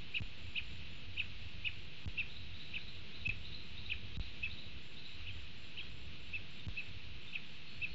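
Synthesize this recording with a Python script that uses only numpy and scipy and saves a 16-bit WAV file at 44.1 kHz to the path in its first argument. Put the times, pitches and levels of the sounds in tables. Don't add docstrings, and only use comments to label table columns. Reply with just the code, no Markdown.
import sys
import numpy as np
from scipy import signal
from scipy.fft import rfft, irfft
from scipy.io import wavfile
from scipy.ndimage import uniform_filter1d

SR = 44100
rng = np.random.default_rng(int(sys.argv[2]) if len(sys.argv) > 2 else 0)


def generate_wav(sig):
    pcm = np.round(np.clip(np.atleast_2d(sig).T, -1, 1) * 32767).astype(np.int16)
    wavfile.write(sys.argv[1], SR, pcm)


N = 350154
TIME = np.arange(N) / SR


def chachalaca(jitter=0.01, flutter_db=1.03, flick_db=-14):
    clucks = [(0.142, .037, 2950, 0.52, 3820, -33.5, 2.5), (0.555, 0.036, 3180, 0.5, 3780, -33.5, 3.5),
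              (1.172, 0.039, 3130, 0.48, 3750, -34.5, 3.5), (1.646, 0.034, 2940, 0.56, 3580, -33.5, 3),
              (2.177, 0.039, 2730, 0.3, 3630, -32, 0), (2.737, 0.038, 3140, 0.43, 3730, -37, 3),
              (3.256, 0.046, 2630, 0.2, 3500, -30, -1), (3.896, 0.032, 3180, 0.48, 3450, -36, 6),
              (4.429, .037, 2615, 0.22, 3430, -33.5, -2), (5.266, .035, 3050, .36, 3470, -41.5, -1.5),
              (5.772, .035, 3200, .33, 3840, -39.5, -3), (6.332, .038, 2640, .35, 3500, -37, 0),
              (6.77, 0.038, 2625, 0.34, 3970, -37, -1), (7.326, 0.039, 3280, 0.51, 3730, -41.5, 8),
              (7.816, .04, 2685, 0.44, 3740, -35.5, 1)]
    # middle_s, half_length_s, pitch_hz, sweep_hz, level_db
    squeaks = [(5.308, .008, 3160, -90, -46), (5.812, 0.0051, 3230, 41, -41)]
    # frequency_hz, relative_db
    rasp_spectrum = [(1400, -24), (2000, -22.5), (2600, -3), (3100, 7.5), (3600, -9), (4200, -21.5),
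                     (5000, -31.5), (6000, -48)]
    out = sum(slur(*row) for row in squeaks)
    rasp = coloured(rasp_spectrum)
    waver, roughness = 1 + jitter * drift(270), drift(700)
    for start_s, length_s, top_hz, summit, upper_hz, level_db, fall_db in clucks:
        near = np.abs(TIME - start_s - length_s) < 2 * length_s
        t = TIME[near] - start_s
        note = cluck(t, length_s, top_hz, summit, upper_hz, level_db, fall_db, waver[near], rasp[near])
        tail = from_db(level_db + fall_db + flick_db) * release_flick(t - length_s, roughness[near])
        out[near] += note + tail
    return out * from_db(flutter_db * drift(170))


def cluck(t, length_s, top_hz, summit, upper_hz, level_db, fall_db, waver, rasp,
          start_hz=2382, crown_hz=2632, end_hz=2267, throat_hz=2600, throat_width_hz=260,
          lead_s=0.0069, attack_s=0.0058, release_s=0.0036, rasp_db=-19, octave_db=-37):
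    progress = np.clip(t / length_s, 0, 1)
    foot_hz = start_hz + (end_hz - start_hz) * progress
    arch_hz = foot_hz + (crown_hz - foot_hz) * (1 - np.abs(2 * progress - 1) ** 2.4)
    strain = np.exp(-((progress - summit) / .14) ** 2 / 2)
    hz = (arch_hz + (top_hz - arch_hz) * strain) * waver
    shape_db = np.interp(t, [-lead_s, 0, attack_s, length_s - release_s, length_s], [-19, -9, 0, 0, -3])
    push_db = fall_db * np.clip((progress - .5) / 0.29, 0, 1)
    gate = np.clip(np.minimum(t + lead_s, length_s + 0.0012 - t) / 0.003, 0, 1)
    effort = from_db(level_db + shape_db + push_db) * gate
    throat = 1 / np.sqrt(1 + np.minimum(((hz - throat_hz) / throat_width_hz) ** 2, 6))
    whistle = throat * (sine(hz) + throat * from_db(octave_db) * sine(2 * hz))
    main_voice = effort * (whistle + from_db(rasp_db) * rasp)
    from_middle_s = t - 0.53 * length_s
    upper_arch = 1 - .14 * np.minimum((2 * from_middle_s / length_s) ** 2, 2)
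    upper_gain = from_db(level_db - 12 + 8 * np.log(top_hz / throat_hz))
    upper_swell = np.exp(-(from_middle_s / 0.0048) ** 2 / 2)
    return main_voice + upper_gain * upper_swell * sine(upper_hz * upper_arch * waver ** 2)


def release_flick(t, roughness, delay_s=.003, decay_s=0.0063,
                  start_hz=2050, floor_hz=1550, fall_hz_per_s=45000, hoarse_hz=260):
    t = np.maximum(t - delay_s, 0)
    hz = np.maximum(start_hz - fall_hz_per_s * t, floor_hz) + hoarse_hz * roughness
    return t / decay_s * np.exp(1 - 2 * t / decay_s) * sine(hz)


def far_birds(pitch_hz=3860, sweep_hz=310, half_length_s=.018, flutter_db=5.0):
    # first_middle_s, wait_s (to the second note), relative_db
    pairs = [(2.315, 0.054, -50.5), (2.557, 0.053, -49.5), (2.804, .079, -48.5), (3.149, .074, -49.5),
             (3.458, .079, -49.5), (3.787, 0.079, -47), (4.164, .04, -49), (4.515, 0.078, -48),
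             (4.982, 0.076, -47.5)]
    # middle_s, half_length_s, pitch_hz, sweep_hz, relative_db
    chips = [(6.6, 0.018, 3640, -80, -54.5), (7.282, .012, 3600, 60, -53), (7.70, 0.065, 4300, 211, -60.5),
             (7.911, 0.035, 4300, 218.5, -58.5)]
    song = sum(slur(middle_s, half_length_s, pitch_hz, sweep_hz, level_db)
               for first_s, wait_s, level_db in pairs for middle_s in (first_s, first_s + wait_s))
    others = sum(slur(*row) for row in chips)
    return (song + others) * from_db(flutter_db * drift(170))


def slur(middle_s, half_length_s, pitch_hz, sweep_hz, level_db):
    out, near = np.zeros(N), np.abs(TIME - middle_s) < half_length_s
    glide = (TIME[near] - middle_s) / half_length_s
    out[near] = from_db(level_db) * np.sqrt(1 - glide ** 2) * sine(pitch_hz + sweep_hz * glide)
    return out


def foliage(sound, t60_s, build_s):
    t = TIME[:SR // 2]
    echoes = rng.standard_normal(len(t)) * from_db(-60 * t / t60_s) * (1 - np.exp(-(t / build_s) ** 2))
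    return signal.fftconvolve(sound, echoes / np.sqrt(np.sum(echoes ** 2)))[:N]


def crickets(strokes_per_s=45, wobble_hz=25, trill_s=.155, trill_spread=0.17, fade_s=0.025):
    # start_s, end_s, period_s, pitch_hz, level_db
    bouts = [(-.07, 1.3, .243, 7140, -76), (0.114, .8, .258, 7300, -77.5), (1.389, 3.0, .297, 7280, -79.5),
             (3.358, 3.8, 0.27, 7340, -79), (4.28, 5.7, .255, 7100, -81), (4.822, 5.84, .25, 7290, -76.5),
             (5.89, 6.9, .305, 7310, -76), (7.214, 7.85, 0.24, 7310, -78.5)]
    out, wobble = np.zeros(N), wobble_hz * drift(30)
    length_s = trill_s * (1 + trill_spread * drift(1.6))
    for start_s, end_s, period_s, pitch_hz, level_db in bouts:
        near = (TIME > start_s) & (TIME < end_s)
        t = (TIME[near] - start_s) % period_s
        strokes = np.abs(np.sin(np.pi * strokes_per_s * t))
        gate = np.clip((length_s[near] - t) / fade_s, 0, 1)
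        out[near] += from_db(level_db) * strokes * gate * sine(pitch_hz + wobble[near])
    return out


def forest_bed(hiss_db=-55, shimmer_db=0.53, murmur_db=-59.0, swell_db=1.04):
    # frequency_hz, relative_db
    hiss_spectrum = [(410, -38), (700, -13.5), (1020, -13), (1060, -13), (1290, -11.5), (1470, -10.5),
                     (1770, -10), (2200, -5.5), (2630, 2), (3530, -4), (3970, -3), (4790, -15.5),
                     (6770, -28.5), (7110, -30), (7400, -44), (9620, -58.5), (16300, -120)]
    # frequency_hz, relative_db
    murmur_spectrum = [(12, -7), (30, -10.5), (110, -0.5), (150, 1.5), (200, -2.5), (260, -8), (350, -9.5),
                       (500, -14), (700, -20.5), (800, -35)]
    hiss = from_db(hiss_db + shimmer_db * drift(8.1)) * coloured(hiss_spectrum)
    murmur = from_db(murmur_db + swell_db * drift(6.1)) * coloured(murmur_spectrum)
    return hiss + murmur


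def rumble(trim_db=-2.5, lull_db=-20):
    # frequency_hz, relative_db
    spectrum = [(28, -20), (42, -1.5), (55, -0.5), (80, -3.5), (95, 2), (112, -11.5), (140, -19)]
    # time_s, relative_db
    contour = [(0, -53.5), (.6, -50.5), (3.0, -50.5), (3.1, -70), (3.22, -51), (4.9, -48), (5.0, -67),
               (5.09, -49), (5.4, -48.5), (5.55, -56.5), (6.4, -51), (6.55, -74.5), (6.72, -51.5),
               (7.24, -46), (7.31, -70), (7.7, -65), (7.86, -47)]
    lull = np.clip(2 * (drift(9) - .5), 0, 1)
    level_db = np.interp(TIME, *np.transpose(contour)) + trim_db + lull_db * lull
    return from_db(level_db) * coloured(spectrum)


def bloop(t, level_db, start_hz, glide_s, decay_s, rise_s=.001):
    t = np.maximum(t, 0)
    cycles = start_hz * glide_s * np.log1p(t / glide_s)
    swell = (1 - np.exp(-t / rise_s)) * np.exp(-(t / decay_s) ** 2 / 2)
    return -from_db(level_db) * swell * np.sin(2 * np.pi * cycles)


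def tick(t, level_db, decay_s=0.0002):
    return from_db(level_db) * (t >= 0) * np.exp(-np.abs(t) / decay_s)


def from_db(db):
    return 10 ** (np.asarray(db) / 20)


def rms_one(x):
    return x / np.sqrt(np.mean(x ** 2) + 1e-20)


def drift(rate_hz):
    pole = np.exp(-2 * np.pi * rate_hz / SR)
    return rms_one(signal.lfilter([1], [1, -2 * pole, pole * pole], rng.standard_normal(N + SR))[SR:])


def coloured(spectrum):
    hz, db = np.transpose(spectrum)
    bins = np.maximum(np.arange(N // 2 + 1) * SR / N, 1)
    gain = from_db(np.interp(np.log(bins), np.log(hz), db)) * (bins > hz[0]) * (bins < hz[-1])
    return rms_one(irfft(rfft(rng.standard_normal(N)) * gain, N))


def sine(hz):
    return np.sin(2 * np.pi * np.cumsum(hz) / SR)


def scene():
    near, far = chachalaca(), far_birds()
    near = near + from_db(-8.5) * foliage(near, t60_s=0.2, build_s=0.0071)
    far = from_db(-4.5) * far + from_db(-4.0) * foliage(far, t60_s=0.83, build_s=0.008)
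    return (near + far + crickets() + forest_bed() + rumble())[None]


def record(dry, dc_offset=0.0088, leak_db=-32, cutoff_hz=7550):
    # start_s, length_s
    dropouts = [(.204, .0158), (2.059, .0178), (3.275, .0158), (4.1713, .0256), (6.667, .0169)]
    out = dry
    for start_s, length_s in dropouts:
        t = TIME - start_s
        cut = bloop(t, level_db=-37.5, start_hz=270, glide_s=.005, decay_s=.046) - tick(t, level_db=-40.5)
        resume = bloop(t - length_s, level_db=-36.0, start_hz=157, glide_s=.007, decay_s=.022)
        resume += tick(t - length_s, level_db=-36.5)
        gate = uniform_filter1d(np.where((t < 0) | (t > length_s), 1, from_db(leak_db)), size=4)
        out = out * gate + cut + resume
    lowpass = signal.ellip(10, .1, 70, cutoff_hz, fs=SR, output="sos")
    return dc_offset + signal.sosfilt(lowpass, out)


dry = scene()
out = record(dry)
generate_wav(out)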